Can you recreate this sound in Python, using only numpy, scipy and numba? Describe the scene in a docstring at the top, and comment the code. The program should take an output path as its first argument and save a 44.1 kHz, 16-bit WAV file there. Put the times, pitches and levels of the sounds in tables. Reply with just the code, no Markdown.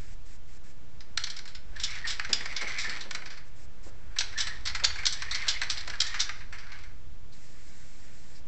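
"""In a bare concrete shelter, a spray can is carried and shaken a few metres from a small camera.
Faint spray hiss is shaped noise, switched by a valve. The mixing ball chatters and rolls: tiny impacts
and rubbing noise ring the steel wall and the hollow can, which also sings short notes.
Dull footfalls are puffs of noise. A low rustle, wind rumble and quiet air are noises of slowly varying level.
Bare walls answer the blows, notes and footfalls with a fading tail."""
import sys
import numpy as np
from scipy import signal
from scipy.fft import rfft, irfft
from scipy.io import wavfile
from scipy.ndimage import uniform_filter1d
from numba import njit

SR = 44100
rng = np.random.default_rng(int(sys.argv[2]) if len(sys.argv) > 2 else 0)


def to_wav(s):
    """Save 16-bit WAV."""
    ch = np.atleast_2d(s).T  # columns
    pcm = np.round(np.clip(ch, -1, 1) * 32767)  # PCM
    wavfile.write(sys.argv[1], SR, pcm.astype(np.int16))


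N = 373527  # length in samples
LEAD = SR // 20  # samples in which an event may swell


def undb(db):
    """Turns decibels into a plain multiplier."""
    return 10 ** (np.asarray(db) / 20)


def unit(x):
    """Scales a sound to an rms of 1."""
    return x / np.sqrt(np.mean(x ** 2))


def curve(table, quiet=-120):
    """Joins (time_s, level_db) points into a level for every sample, quiet outside them."""
    time_s, level_db = np.transpose(table)
    return np.interp(np.arange(N) / SR, time_s, level_db, quiet, quiet)


def coloured(points):
    """Noise of rms 1 whose spectrum follows (pitch_hz, level_db) points."""
    pitch_hz, level_db = np.transpose(points)
    bins_hz = np.arange(1, N // 2 + 2) * SR / N
    gain = undb(np.interp(np.log(bins_hz), np.log(pitch_hz), level_db))
    return unit(irfft(rfft(rng.standard_normal(N)) * gain, N))


def walk(rate):
    """Slides between random levels, rate of them per second; their spread is near 1."""
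    hold = int(SR / rate)
    levels = np.repeat(rng.standard_normal(N // hold + 1), hold)
    return 1.2 * uniform_filter1d(levels, hold)[:N]


@njit
def svf(x, hz, width):
    """Resonance with a gain of 1 at its centre, which may move every sample."""
    out, band_state, low_state = np.empty(len(x)), 0., 0.
    for i in range(len(x)):
        g, damping = np.tan(np.pi * hz[i] / SR), width / hz[i]
        v = (band_state + g * (x[i] - low_state)) / (1 + g * (g + damping))
        band_state = 2 * v - band_state
        low_state += 2 * g * v
        out[i] = damping * v
    return out


def band(x, hz, width):
    """The same resonance, held at one pitch."""
    return svf(x, hz * np.ones(N), float(width))


def envelope(swell, t60):
    """Swells for a moment up to sample LEAD, then falls 60 dB every t60 seconds."""
    t = np.arange(-LEAD, 5 * LEAD) / SR
    rise = np.clip(1 + t / max(swell, 1 / SR), 0, 1)
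    return np.where(t < 0, rise, undb(-60 * t / max(t60, .005)))


def add(out, sound, s):
    """Mixes a sound in, with its sample LEAD at s seconds."""
    at = int(s * SR) - LEAD
    out[at:at + len(sound)] += sound[:N - at]


def bursts(table, swell, width):
    """Puffs of noise, each through a doubled resonance; width is a share of its centre."""
    puff_crest_db = 10.5  # peak over rms of a noise puff
    out = np.zeros(N)
    for s, db, hz, t60 in table:
        centre = np.full(6 * LEAD, 1. * hz)
        noise = svf(rng.standard_normal(6 * LEAD), centre, width * hz)
        noise = svf(noise, centre, 2 * width * hz)
        add(out, undb(db - puff_crest_db) * envelope(swell, t60) * unit(noise), s)
    return out


# times when the nozzle is pressed, with the level at first: start_s, end_s, level_db
SPRAY = [(0, 0.145, -61), (0.256, 0.368, -60.5), (.476, 0.58, -61.5), (0.637, 0.725, -61.5),
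         (3.448, 3.494, -65), (3.558, 3.658, -60.5), (3.832, 3.9, -58), (7.328, 8.401, -61.5)]
# tone of the jet: pitch_hz, relative level_db (per Hz)
SPRAY_COLOUR = [(900, -17), (1700, 0.5), (2300, -0.5), (3000, -8.5), (5200, -2.5), (6300, -5), (7500, -1.5),
                (8600, -15)]
# the valve spits: peak_s, peak_db, centre_hz, t60_s (time to fall 60 dB)
SPITS = [(7.33, -46, 4300, 0.14), (8.36, -45.5, 4740, 0.18)]
BUILD_DB, BUILD_S = 2, .3  # a held nozzle grows this much stronger in this time
JET_SPLIT_HZ = 2500  # low and high parts of the jet waver on their own


def spray():
    """Gas and paint rush from the nozzle as unsteady noise; the valve opens and shuts in about 14 ms."""
    t = np.arange(N) / SR
    valve = np.zeros(N)
    for start, end, db in SPRAY:
        build_db = BUILD_DB * np.clip((t - start) / BUILD_S, 0, 1)
        valve += undb(db + build_db) * (t >= start) * (t < end)
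    jet = coloured(SPRAY_COLOUR)
    low = signal.sosfiltfilt(signal.butter(2, JET_SPLIT_HZ, fs=SR, output="sos"), jet)
    high = jet - low
    jet = low * undb(2.2 * walk(20)) + high * undb(.8 * walk(30) + 1.2 * walk(5.5))
    return jet * uniform_filter1d(valve, size=600) + bursts(SPITS, swell=.015, width=0.27)


# clothes and feet as the painter moves, before a small waver: time_s, level_db
RUSTLE = [(0.0, -69.5), (1.67, -64.5), (2.57, -57), (3.87, -64), (5.73, -58), (7.24, -71.5), (8.47, -67)]
RUSTLE_HZ = 410


def rustle():
    """Clothes and feet rub softly: low noise that follows the painter's movement."""
    noise = unit(band(rng.standard_normal(N), RUSTLE_HZ, 450))
    return undb(curve(RUSTLE) + 1.3 * walk(6)) * noise


# tone of the quiet air: pitch_hz, relative level_db (per Hz)
AIR = [(59, -24), (100, 2.5), (278, -8.5), (317, -11.5), (618, -16), (863, -18.5), (1320, -18),
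       (2630, -21.5), (7590, -27.5), (8490, -46.5), (11000, -53), (18700, -120)]
AIR_DB = -58  # level around which it wavers


def air():
    """A quiet floor of air noise, wavering slightly."""
    return undb(AIR_DB + .5 * walk(4.4)) * coloured(AIR)


# strength of the wind, before gusts: time_s, level_db
WIND = [(0, -45.5), (1.3, -47), (2.3, -45), (3.8, -47), (4.3, -43), (6.7, -44), (7.4, -51), (8.47, -48.5)]
# tone of the wind rumble: pitch_hz, relative level_db (per Hz)
WIND_COLOUR = [(5, -15.5), (16, 8), (35, -5.5), (70, -6), (130, -20.5), (300, -54)]
GUST_DB, GUSTS_PER_S = 2.2, 3.7  # spread of the gusts; random levels per second


def wind():
    """Wind rumbles on the microphone: deep noise that swells and sinks with the gusts."""
    return undb(curve(WIND, quiet=-50) + GUST_DB * walk(GUSTS_PER_S)) * coloured(WIND_COLOUR)


def contacts(gap_s, scatter_db, rub):
    """Tiny impacts at uneven gaps, plus rubbing noise; rub is its rms beside impacts of rms 1."""
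    gaps, sizes = rng.standard_normal((2, N // 20))
    at = np.cumsum(gap_s * SR * np.exp(.4 * gaps)).astype(int)
    strengths = undb(scatter_db * sizes) * np.sign(gaps)
    inside = at < N
    ticks = np.zeros(N)
    ticks[at[inside]] = strengths[inside]
    return unit(ticks) + rub * rng.standard_normal(N)


# ringing of the steel wall, deadened by paint and the hand,
# before the detune, tilt and spread of each blow: pitch_hz, level_db
WALL = [(2700, -11), (3500, 2.5), (4250, 3.5), (5000, 2), (5700, -1.5), (6500, -8), (7300, -10.5),
        (8000, -25)]
WALL_T60_S = .003  # time for the ring to fall 60 dB


def wall_ring(bright_db=0, spot_db=0):
    """The steel wall's answer to one impact; where it lands changes each ringing pitch and its share."""
    hz, db = np.transpose(WALL)[:, :, None]
    share, detune = rng.standard_normal((2, len(WALL), 1))
    t = np.arange(SR // 100) / SR
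    tilt_db = bright_db * np.log2(hz / 4500)
    gain = undb(db + spot_db * share + tilt_db - 60 * t / WALL_T60_S)
    # neighbours swing in opposite senses, so no holes open between them
    sense = (-1) ** np.arange(len(WALL))[:, None]
    ring = np.sum(sense * gain * np.sin(2 * np.pi * hz * (1 + .02 * detune) * t), axis=0)
    ring = signal.sosfilt(signal.butter(2, 1500, "high", fs=SR, output="sos"), ring)
    return ring / np.sqrt(np.sum(ring ** 2))


# resonances of the air and paint inside: pitch_hz, width_hz (of the first of two filters), level_db
HOLLOW = [(1350, 1680, -6.5), (1691, 350, 3), (2150, 390, -1.5)]


def hollow(x):
    """Air and paint ring at fixed pitches inside the can, which is too small to radiate bass."""
    ring = np.zeros(N)
    for k, (hz, width, db) in enumerate(HOLLOW):
        resonance = band(band(x, hz, width), hz, 2 * width)
        ring += (-1) ** k * undb(db) * resonance
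    return signal.sosfilt(signal.butter(2, 780, "high", fs=SR, output="sos"), ring)


# how hard the can is swung, heard as ball rolling and paint sloshing: time_s, level_db
ROLL = [(1.0, -80), (1.34, -53), (1.6, -79), (1.78, -56), (1.9, -46.5), (2.2, -52.5), (2.75, -43.5),
        (3.05, -48.5), (3.25, -60), (3.55, -79), (4.0, -69.5), (4.25, -58), (4.37, -49.5), (4.72, -58),
        (4.9, -48.5), (5.5, -43), (5.86, -48.5), (6.2, -45), (6.48, -64), (6.56, -54), (6.68, -53.5),
        (6.78, -52.5), (7.0, -74)]
# centre of the hollow note when brisk; slow and quick wander as shares of it
ROLL_HZ, ROLL_DRIFT, ROLL_WOBBLE = 1930, 0.067, .042
SAG_HZ_PER_DB = 19.5  # a gentler swing gives a lower note
# note and ticks gain this many extra dB per dB of swing; a brisk swing sets the note level with the hollow
NOTE_GROWTH, BRISK_DB = .4, -48.5
# scrape and ticks against the note; unevenness of the whole level
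SCRAPE_DB, TICKS_DB, SLOSH_DB = -9.5, -6.5, 1.5
SCRAPE_FLICKER_DB, NOTE_FLICKER_DB = 3.5, 3.5
# before a blow harder than HARD_DB the ball is in the air, and rolling dips
FLIGHT_S, FLIGHT_DIP_DB, HARD_DB = 0.041, -4.5, -25


def roll():
    """The rolling ball gives a wandering, stuttering hollow note, a gritty scrape and ticks on steel."""
    swing_db = curve(ROLL)
    flight = np.zeros(N)
    for s, db, *_ in BLOWS:
        flight[int((s - FLIGHT_S) * SR):int(s * SR)] += db > HARD_DB
    flight = uniform_filter1d(np.minimum(flight, 1), size=300)
    centre_hz = ROLL_HZ + SAG_HZ_PER_DB * np.clip(swing_db - BRISK_DB, -20, 5)
    hz = centre_hz * (1 + ROLL_DRIFT * walk(9) + ROLL_WOBBLE * walk(25))
    brisk = undb(NOTE_GROWTH * (swing_db - BRISK_DB))

    grit = contacts(gap_s=.0012, scatter_db=3.5, rub=0.94)
    moving = svf(svf(grit, hz, 300.0), hz, 640.0)
    moving = unit(moving * undb(NOTE_FLICKER_DB * walk(50)))
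    note = brisk * moving + unit(hollow(grit))

    rough = grit * undb(SCRAPE_FLICKER_DB * walk(35))
    scrape = unit(signal.fftconvolve(rough, wall_ring())[:N])
    stray = contacts(gap_s=.007, scatter_db=2.5, rub=.1)
    ticks = unit(signal.fftconvolve(stray, wall_ring())[:N])

    rolling = undb(swing_db + SLOSH_DB * walk(12) + FLIGHT_DIP_DB * flight)
    return rolling * (note + undb(SCRAPE_DB) * scrape + undb(TICKS_DB) * brisk * ticks)


# blows of the ball, as nominal settings:
# peak_s, peak_db, hollow_share_db (against the blow), t60_s (chatter falls 60 dB)
BLOWS = [(1.0076, -37.5, -9, 0.053), (1.1757, -14.5, -8.5, 0.026), (1.2401, -17.5, -19, 0.041),
         (1.2715, -31, -4.5, .058), (1.3018, -27.5, -27, .073), (1.367, -30.5, -13, 0.058),
         (1.3904, -31.5, -8, 0.042), (1.4563, -37.5, -5.5, 0.048), (1.478, -38.5, -10, 0.16),
         (1.551, -33, -11, 0.073), (1.7632, -39.5, -8, 0.079), (1.7993, -27.5, -13, 0.17),
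         (1.837, -16, -27.5, 0.086), (1.9057, -33, -20, 0.11), (1.954, -34.5, -6, .055),
         (2.051, -37.5, 4, 0.16), (2.072, -23.5, -21, 0.23), (2.1047, -25.5, -12, 0.11),
         (2.1971, -27, 7, 0.028), (2.248, -29, -1.5, 0.054), (2.294, -34, -2.5, 0.12),
         (2.3317, -8, -22.5, 0.044), (2.407, -38.5, 7, 0.069), (2.4577, -28, 1, 0.037),
         (2.5267, -38.5, 3.5, .049), (2.566, -20.5, -13, 0.078), (2.613, -27.5, -3, 0.11),
         (2.677, -32, -4.5, .19), (2.787, -25, -15.5, 0.26), (2.844, -36, 0, 0.1),
         (2.8953, -29.5, -6, 0.15), (2.9704, -37.5, 3.5, 0.03), (3.0093, -29, -14, 0.11),
         (3.1109, -23.5, -5.5, 0.027), (3.149, -24.5, -4.5, 0.053), (3.221, -49, 10.5, .066),
         (3.259, -34, -5, .089), (3.3039, -39.5, -5, 0.29), (3.375, -42, -5, 0.07),
         (4.1633, -38, 2.5, 0.09), (4.188, -13, -24.5, 0.061), (4.2067, -21.5, -7, 0.062),
         (4.328, -41, 2.5, 0.083), (4.3774, -27.5, -11.5, 0.14), (4.386, -24.5, -12.5, 0.2),
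         (4.407, -18, -22, 0.074), (4.471, -25.5, -6.5, 0.07), (4.6564, -21, -9.5, 0.066),
         (4.6734, -22, -12.5, 0.094), (4.699, -33.5, -3, 0.042), (4.7498, -23.5, -3.5, .074),
         (4.7988, -35, 3.5, 0.058), (4.839, -18, -20, 0.058), (4.8439, -16, -5, 0.031),
         (4.849, -11.5, -35.5, 0.045), (4.9044, -39.5, 6.5, 0.037), (4.9588, -36.5, 3, 0.052),
         (4.988, -38, 3.5, 0.14), (5.034, -38, 5, .04), (5.0563, -12.5, -17, 0.03),
         (5.066, -11.5, -19.5, .061), (5.126, -20.5, -24, .08), (5.2218, -25.5, -1.5, 0.045),
         (5.313, -20, -11.5, 0.09), (5.348, -18.5, -16, 0.072), (5.433, -46.5, 9, 0.28),
         (5.47, -33, -1, .06), (5.484, -12.5, -22, 0.12), (5.617, -21.5, -3, .056),
         (5.635, -27.5, -11, 0.027), (5.7, -17, -16, 0.11), (5.774, -26.5, -14, 0.12),
         (5.808, -31.5, -26, 0.043), (5.877, -28, -3, 0.043), (5.9, -27.5, -6, 0.044),
         (5.9379, -42.5, 7, 0.064), (6.0048, -9, -20.5, 0.028), (6.017, -12.5, -15.5, 0.031),
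         (6.067, -26, -17, 0.096), (6.1434, -30, 0.5, 0.16), (6.1957, -23, -14, 0.076),
         (6.2042, -15, -23, .1), (6.2936, -27.5, 1, 0.038), (6.407, -50.5, 9, 0.11),
         (6.5266, -39.5, 2.5, 0.14), (6.586, -41.5, -5, 0.19), (6.7204, -37.5, -1.5, 0.083),
         (6.789, -44, -6, 0.038), (6.837, -44.5, -2, 0.071)]
BRIGHT_DB_PER_OCT, BRIGHT_SCATTER_DB = 3.5, 1.5  # tilt of the wall ring, and its spread between blows
SPOT_DB = 1.5  # spread of each wall pitch's level with the spot struck
STEEL_CREST_DB, HOLLOW_GAIN_DB = 8, 8.5  # peak over rms of the chatter; gain of the hollow


def blows():
    """Each blow is a chatter of quick rebounds that rings the steel wall and the hollow can."""
    steel, push = np.zeros((2, N))
    chatter = contacts(gap_s=.0016, scatter_db=1, rub=0.49)
    for s, db, hollow_db, t60 in BLOWS:
        own = chatter[int(s * SR):][:6 * LEAD]
        ring = wall_ring(BRIGHT_DB_PER_OCT + BRIGHT_SCATTER_DB * rng.standard_normal(), SPOT_DB)
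        rebounds = undb(db) * own * envelope(0.0041, t60)
        add(steel, signal.fftconvolve(rebounds, ring), s)
        # the hollow is driven for longer than the wall
        add(push, undb(db + hollow_db) * own * envelope(0.0019, 1.41 * t60), s)
    return undb(-STEEL_CREST_DB) * steel + undb(HOLLOW_GAIN_DB) * hollow(push)


# the hollow can sings briefly: peak_s, peak_db (nominal), pitch_hz, t60_s (time to fall 60 dB)
NOTES = [(1.768, -32, 1730, 0.083), (2.052, -24, 1880, 0.13), (2.855, -26, 1780, 0.27),
         (4.37, -27.5, 1760, 0.37), (4.99, -27.5, 2230, 0.16), (6.09, -33, 1860, .15),
         (4.48, -27.5, 1840, 0.31)]


def notes():
    """The rolling ball excites one narrow resonance of the can, made here from filtered noise."""
    return bursts(NOTES, swell=0.014, width=0.071)


# footfalls: peak_s, peak_db (nominal), centre_hz, t60_s (time to fall 60 dB)
STEPS = [(2.30, -31.5, 324, .3), (2.63, -32, 500, .27), (2.88, -39, 278, .3), (3.06, -38.5, 300, 0.19),
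         (3.87, -36.5, 377, 0.1), (4.20, -42, 606, .1), (4.75, -43, 700, .16), (4.832, -31, 770, .2),
         (5.48, -38.5, 600, .15), (5.62, -38.5, 553, .17), (5.88, -36, 670, .15)]


def steps():
    """Dull footfalls on concrete, each a broad puff of low noise."""
    return bursts(STEPS, swell=0.013, width=1.4)


ROOM_T60_S, ROOM_DB = 0.54, -10  # time for the dull tail to fall 60 dB; level of the whole tail


def room(x):
    """Bare walls return a dense, fading tail that loses treble sooner."""
    t = np.arange(int(.6 * SR)) / SR
    tail = rng.standard_normal((2, len(t))) * np.clip(t / 0.019, 0, 1)
    dull = signal.lfilter([.3], [1, -.7], tail[0]) * undb(-60 * t / ROOM_T60_S)
    bright = 1.37 * tail[1] * undb(-60 * t / (0.27 * ROOM_T60_S))
    both = dull + bright
    return undb(ROOM_DB) * signal.fftconvolve(x, both / np.sqrt(np.sum(both ** 2)))[:N]


def scene():
    """Mixes all the sounds; only blows, notes and footfalls get the room's tail."""
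    hits = blows() + notes() + steps()
    return (spray() + rustle() + air() + wind() + roll() + hits + room(hits))[None]


TOP_HZ = 8330  # highest pitch passed
OFFSET = .0396  # constant shift, as a share of full scale


def record(dry):
    """The camera cuts the top steeply and sits on a steady offset."""
    return signal.sosfilt(signal.ellip(8, .3, 62, TOP_HZ, fs=SR, output="sos"), dry) + OFFSET


dry = scene()
out = record(dry)
to_wav(out)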